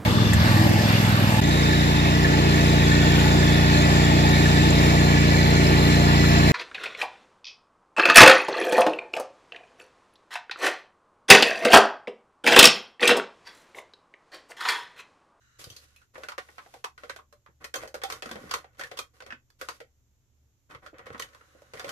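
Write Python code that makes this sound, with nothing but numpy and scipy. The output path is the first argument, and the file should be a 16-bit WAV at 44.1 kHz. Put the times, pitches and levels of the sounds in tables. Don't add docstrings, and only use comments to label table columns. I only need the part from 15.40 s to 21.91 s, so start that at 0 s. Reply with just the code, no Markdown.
import sys
import numpy as np
from scipy import signal
from scipy.fft import rfft, irfft, next_fast_len
from scipy.io import wavfile
from scipy.ndimage import uniform_filter1d

SR = 44100
rng = np.random.default_rng(int(sys.argv[2]) if len(sys.argv) > 2 else 0)


def transcribe(signal):
    frames = np.atleast_2d(signal).T
    limited = np.clip(frames, -1, 1)
    pcm = np.round(limited * 32767).astype(np.int16)
    wavfile.write(sys.argv[1], SR, pcm)


N = 287091
HIT_SAMPLES = 8192

# freq_hz, width_hz, gain_db
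PEN_MODES = [(480, 22.07, 3), (541, 58, 8), (597.5, 14, 2), (759.4, 26, 6), (1115, 200, 4), (1168, 37, -5),
             (1290, 30, 4.5), (1455, 120, 7.5), (1730, 170, -2.5), (1900, 150, 3), (2170, 450, -4),
             (2590, 70, 1.5), (3060, 120, 2.5), (3373, 96, 1), (3706, 230, -4), (4166, 160, 1),
             (4620, 200, -2), (5200, 620, -13), (6060, 330, -9), (6020, 56, -10.5), (7950, 910, -33),
             (9100, 270, -27.5), (10800, 2200, -29.5), (12700, 1400, -41.5)]
# start_s, level_db, hollow_db, hardness_db_per_octave, ring_hz
KNOCKS = [(0.241, -44, -11.5, 11, 4780), (0.301, -47, -4, 12, 3220), (0.322, -57, -2, 8, 4400),
          (0.364, -46.5, 2, 14, 2690), (0.562, -57, -4, 13.5, 2550), (0.617, -61, -2, -2, 1420),
          (0.755, -44, -4, -40, 1180), (0.78, -43.5, 35, 7, 1260), (0.835, -39.5, 3.5, -3.5, 1930),
          (0.886, -36, -2, -2, 1420), (0.919, -41, -13, -3, 1120), (0.98, -33, 3.5, -4.5, 1110),
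          (1.087, -51, -15, -36, 810), (1.182, -42, -12, -11, 1560), (1.261, -53.5, 0, -30, 765),
          (1.339, -46.5, 14.5, -1, 760), (1.442, -32, -1, -2, 1035), (1.578, -48, -10, -3.5, 1410),
          (1.635, -42, 0, -11, 1370), (1.696, -35, -5.5, -3.5, 1040), (1.762, -45, 0, -0.5, 740),
          (1.789, -49, 7.5, -9, 1100), (1.926, -54, 19.5, 8, 1100), (2.062, -54, -22, -16, 1690),
          (2.243, -38, -5.5, 0.5, 1860), (2.34, -31.5, 4.5, 3.5, 1570), (2.357, -33.5, 5, 7.5, 1120),
          (2.434, -39, 16, -10.5, 1180), (2.476, -46.5, 12, 9, 1520), (2.543, -34.5, 15, -0.5, 1410),
          (2.617, -42.5, -11, -7, 1700), (2.636, -30, 3, -0.5, 1916), (2.701, -35, -17, -1, 2296),
          (2.723, -35, 2, 2, 1230), (2.823, -36.5, -1.5, -3, 2530), (2.858, -40, 8, -2, 1310),
          (2.913, -37.5, -16, -1.5, 1640), (2.956, -41, 5, -7, 1570), (3.11, -31, -21.5, -2, 2950),
          (3.138, -26.5, -8, -1.5, 1184), (3.244, -49, -9, -10.5, 740), (3.395, -38, 8, -1, 1496),
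          (3.411, -35.5, -25, -5, 1740), (3.436, -37, 3, -3, 1740), (3.514, -40.5, 7.5, -4.5, 1890),
          (3.573, -40.5, -1, 0, 2900), (3.589, -32, -1.5, -0.5, 3600), (3.804, -46, 1.5, -4, 1490),
          (3.822, -47.5, 4, -4.5, 4400), (4.102, -63, -13, 2, 1700), (4.213, -36, 9.5, -0.5, 1230),
          (4.287, -33.5, 2.5, -2, 1066), (4.403, -44, 19, -2.5, 1384), (5.309, -50.5, -9, -6.5, 1166),
          (5.348, -44, -9, -10, 1208), (5.462, -44.5, 10, -3.5, 1400), (5.592, -47, 5.5, -23, 1180),
          (5.666, -43.5, 13.5, -4, 1700), (5.703, -44, 0, -42, 1290), (5.746, -41.5, -22, -55, 1290),
          (5.796, -34.5, -2, 3, 1110), (5.822, -36.5, 3, 7, 1910), (5.948, -52, 6, -1, 1170),
          (6.01, -55, -6, -22, 1350), (6.219, -54, 37, 15, 984), (6.336, -42, 12.5, -3.5, 1698),
          (6.373, -47, -4, -4, 2030), (6.396, -38.5, -16, -3, 1720), (6.444, -36.5, 10.5, -3.5, 2040),
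          (6.491, -36.5, 11, 6.5, 1480)]


def knocks(rows, gain_db=0.5, ring_db=6.5, ring_width_hz=150, spread_db=5.5, detune=0.021):
    out = np.zeros((2, N))
    hollow_hz, shell_hz, cap_hz, finger_damping_hz = 620, 1000, 2000, 12
    hz, width_hz, mode_db = np.transpose(PEN_MODES)
    width_hz = width_hz * np.where(hz > cap_hz, 0.75, 1) + finger_damping_hz
    for start_s, level_db, hollow_db, hardness, ring_hz in rows:
        barrel_db = at_hz([(hollow_hz, hollow_db), (shell_hz, 0)], hz)
        cap_db = hardness * np.clip(np.log2(hz / cap_hz), 0, 2.2)
        strength_db = mode_db + barrel_db + cap_db + spread_db * rng.standard_normal(len(hz))
        tuned_hz = hz * (1 + detune * rng.standard_normal(len(hz)))
        modes = list(zip(tuned_hz, width_hz, strength_db))
        alone_db = np.clip(1.8 * (-42.5 - level_db), 0, 5)
        modes.append((ring_hz, ring_width_hz, ring_db + alone_db + np.interp(ring_hz, hz, strength_db)))
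        softness = max(-hardness, 0) / 10 / cap_hz
        strike(out, start_s, level_db + gain_db,
               lambda f: body(modes, f) * edge(f, 260, "high") / (1 + 1j * f * softness))
    return out


# freq_hz, width_hz, gain_db
DESK_MODES = [(50.3, 10, -3.5), (73.6, 11, 8.5), (119, 77, 4), (246.8, 60, 1.5), (308, 14, 12.5)]
# freq_hz, density_db
HISS_SPECTRUM = [(900, -15.5), (2600, -1), (6500, -3), (8500, -8), (11500, -7), (14500, -16)]
# start_s, length_s, scrape_db, hiss_db
PUSHES = [(0.182, 0.036, -53.5, -47.5), (0.226, 0.22, -66.5, -60.5), (0.473, 0.16, -79, -72),
          (0.732, 0.13, -56.5, -63), (1.006, 0.39, -68, -65), (1.577, 0.19, -65.5, -68),
          (2.2, 0.047, -53.5, -65.5), (2.359, 0.093, -48, -57), (2.552, 0.027, -55, -64),
          (2.677, 0.092, -50, -55), (2.833, 0.36, -51.5, -59.5), (3.113, 0.32, -73, -100),
          (3.373, 0.098, -54.5, -58), (3.5, 0.13, -58, -70), (3.729, 0.057, -66, -68.5),
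          (3.852, 0.044, -53.5, -77), (4.184, 0.18, -63, -61), (5.289, 0.052, -52.5, -66),
          (5.416, 0.049, -54.5, -70), (5.529, 0.14, -57.5, -98), (5.65, 0.19, -54.5, -73),
          (5.822, 0.92, -66, -72), (6.33, 0.2, -51, -59)]


def sliding(rumble_db=-8.5):
    scrape_envelope = sum(from_db(db) * stroke(start_s, length_s) for start_s, length_s, db, _ in PUSHES)
    hiss_envelope = sum(from_db(db) * stroke(start_s, length_s) for start_s, length_s, _, db in PUSHES)
    scrape = noise(lambda f: body(PEN_MODES, f) * edge(f, 260, "high") * edge(f, 2100, "low"),
                   grain=slips(per_s=570, smooth=0.41))
    hiss = noise(lambda f: from_db(at_hz(HISS_SPECTRUM, f)) * edge(f, 970, "high"),
                 grain=slips(per_s=2100, smooth=0.45))
    rumble = noise(lambda f: body(DESK_MODES, f) * edge(f, 270, "low"))
    return scrape_envelope * (scrape + from_db(rumble_db) * rumble) + hiss_envelope * hiss


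def jostles(per_s=14, max_taps=12, above_scrape_db=1.5, spread_db=3, low_hz=1010, high_hz=2400):
    hollow_db, hardness_db_per_octave = 0.5, -1.5
    rows = []
    for start_s, length_s, scrape_db, _ in PUSHES:
        delays_s = np.cumsum(rng.exponential(1, max_taps)) / per_s
        levels_db = scrape_db + above_scrape_db + spread_db * rng.standard_normal(max_taps)
        rings_hz = low_hz * (high_hz / low_hz) ** rng.random(max_taps)
        for delay_s, level_db, ring_hz in zip(delays_s, levels_db, rings_hz):
            if delay_s < min(length_s, N / SR - start_s):
                rows.append((start_s + delay_s, level_db, hollow_db, hardness_db_per_octave, ring_hz))
    return knocks(rows)


# freq_hz, width_hz, gain_db
CLINK_MODES = [(1547, 82, 1.5), (1770, 310, 0), (2535, 120, -3.5), (2700, 74, -34), (4870, 900, -17)]
# start_s, level_db
CLINKS = [(3.9051, -40), (3.923, -38.5)]


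def clinks():
    out = np.zeros((2, N))
    for start_s, level_db in CLINKS:
        strike(out, start_s, level_db, lambda f: body(CLINK_MODES, f) * edge(f, 3300, "low", order=2))
    return out


# start_s, level_db, boom_hz
THUMPS = [(0.269, -48, 117), (0.305, -51.5, 109), (2.089, -62, 134), (2.858, -45.5, 243),
          (2.912, -42.5, 219), (2.955, -46, 210.8), (3.01, -51.5, 240), (3.039, -47.5, 223),
          (3.065, -53.5, 119), (3.925, -52, 247), (5.35, -52.5, 129.3), (5.53, -50.5, 516),
          (5.704, -47.5, 114), (5.744, -47, 251), (6.149, -55.5, 515), (6.469, -49, 113.9)]


def thumps(boom_width_hz=45, panel_hz=320, panel_db=-9):
    out = np.zeros((2, N))
    for start_s, level_db, boom_hz in THUMPS:
        modes = [(boom_hz, boom_width_hz, 0), (panel_hz, 70, panel_db), (480, 90, -10)]
        strike(out, start_s, level_db,
               lambda f: body(modes, f) * edge(f, 600, "low") * edge(f, 33, "high"))
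    return out


# freq_hz, width_hz, gain_db
AIR_MODES = [(1440, 400, 11), (1790, 630, 2.5), (2870, 160, 4.5), (3940, 380, 2.5), (4600, 850, -23),
             (6450, 1900, -0.5)]
# start_s, length_s, level_db
DRAWS = [(0, 0.22, -67), (0.204, 0.43, -72), (5.675, 1, -69)]


def singing_barrels():
    envelope = sum(from_db(db) * stroke(start_s, length_s) for start_s, length_s, db in DRAWS)
    air = noise(lambda f: sum(from_db(db) * abs(resonance(f, hz, width_hz)) ** 2
                              for hz, width_hz, db in AIR_MODES))
    return envelope * air


# freq_hz, density_db
FLOOR_SPECTRUM = [(12, -32), (20, -13.5), (43, -15), (59, -12), (80, -17.5), (124, -8.5), (147, -25),
                  (242, -25.5), (713, -37.5), (4950, -43), (6010, -37), (7300, -34.5), (8380, -54.5),
                  (13100, -41), (15000, -52)]


def background(floor_db=-69.5, hum_db=-70.5, hum_hz=72.4, hum_width_hz=4):
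    hum = noise(lambda f: resonance(f, hum_hz, hum_width_hz) ** 2)
    floor = noise(lambda f: from_db(at_hz(FLOOR_SPECTRUM, f)))
    return from_db(floor_db) * floor + from_db(hum_db) * hum


def strike(out, start_s, level_db, response, lead_samples=256, attack_samples=660):
    f = np.fft.rfftfreq(HIT_SAMPLES, 1 / SR)
    hit = irfft(whiten(contact(f, level_db)) * response(f))
    hit = np.roll(hit, lead_samples, axis=1)
    gain = from_db(level_db) / rms(hit[:, lead_samples:lead_samples + attack_samples])
    first = int(start_s * SR) - lead_samples
    out[:, first:first + HIT_SAMPLES] += gain * hit[:, :N - first]


def contact(f, level_db, give_s=0.00077, near_t60_s=0.042, room_t60_s=0.14, near_db=5, room_db=3.5):
    t = np.arange(HIT_SAMPLES) / SR
    chatter_t60_s = 0.017 * 2 ** ((level_db + 45.5) / 22)
    chatter = rng.standard_normal(HIT_SAMPLES) * impulses(HIT_SAMPLES, per_s=1800)
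    chatter *= burst(t, give_s, chatter_t60_s)
    chatter[0] = 1.0
    near = burst(t, rise_s=0.00017, t60_s=near_t60_s) * impulses(HIT_SAMPLES, per_s=2500)
    room = burst(t, rise_s=0.0033, t60_s=room_t60_s)
    echoes = np.hypot(from_db(near_db) * near / np.linalg.norm(near),
                      from_db(room_db) * room / np.linalg.norm(room))
    return rfft(chatter / np.linalg.norm(chatter)) * from_right(f) + diffuse(echoes)


def whiten(spectra, bins=61):
    power = uniform_filter1d(np.mean(abs(spectra) ** 2, axis=0), bins)
    return spectra / np.sqrt(uniform_filter1d(power, bins))


def stroke(start_s, length_s, grip_s=0.013, release_db_per_s=327.5):
    envelope, first = np.zeros(N), int(start_s * SR)
    t = np.arange(min(N - first, int((length_s + 0.5) * SR))) / SR
    fade_db = release_db_per_s * np.maximum(t - length_s, 0)
    envelope[first:first + len(t)] = np.minimum(t / grip_s, 1) ** 2 * from_db(-fade_db)
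    return envelope


def slips(per_s, smooth, size_db=3):
    return smooth + impulses(N, per_s) * from_db(size_db * np.minimum(rng.exponential(1, N), 4))


def noise(response, grain=1):
    size = 2 * next_fast_len(N // 2 + 1)
    f = np.fft.rfftfreq(size, 1 / SR)
    envelope = np.resize(grain * np.ones(N), size)
    shaped = irfft(diffuse(envelope) * response(f))[:, :N]
    return shaped / rms(shaped)


def diffuse(envelope, port_spacing_m=0.13):
    f = np.fft.rfftfreq(len(envelope), 1 / SR)
    mid, side = rfft(rng.standard_normal((2, len(envelope))) * envelope)
    coherence = 0.85 * np.sinc(2 * f * port_spacing_m / 343)
    return np.sqrt((1 + coherence) / 2) * mid + np.sqrt((1 - coherence) / 2) * side * [[1], [-1]]


def from_right(f, left_lag_s=0.000338):
    return np.exp(-2j * np.pi * f * [[left_lag_s], [0]])


def body(modes, f):
    return sum(from_db(db) * resonance(f, hz, width_hz) for hz, width_hz, db in modes)


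def resonance(f, hz, width_hz):
    return 1j * f * width_hz / (hz ** 2 - f ** 2 + 1j * f * width_hz)


def edge(f, hz, kind, order=3):
    return signal.freqs(*signal.butter(order, hz, kind, analog=True), worN=f)[1]


def at_hz(points, hz):
    f, db = np.transpose(points)
    return np.interp(np.log(np.maximum(hz, 1)), np.log(f), db)


def burst(t, rise_s, t60_s):
    return (1 - np.exp(-t / rise_s)) * from_db(-60 * t / t60_s)


def impulses(samples, per_s):
    return rng.random(samples) < per_s / SR


def from_db(db):
    return 10 ** (np.asarray(db) / 20)


def rms(x):
    return np.sqrt(np.mean(x ** 2) + 1e-24)


def scene(right_db=0.5):
    mix = background() + sliding() + singing_barrels() + clinks() + thumps() + knocks(KNOCKS) + jostles()
    return mix * from_db([[-right_db], [right_db]])


def record(dry, cutoff_hz=14700):
    return signal.sosfilt(signal.ellip(10, 0.2, 70, cutoff_hz, fs=SR, output="sos"), dry)


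dry = scene()
out = record(dry)
transcribe(out)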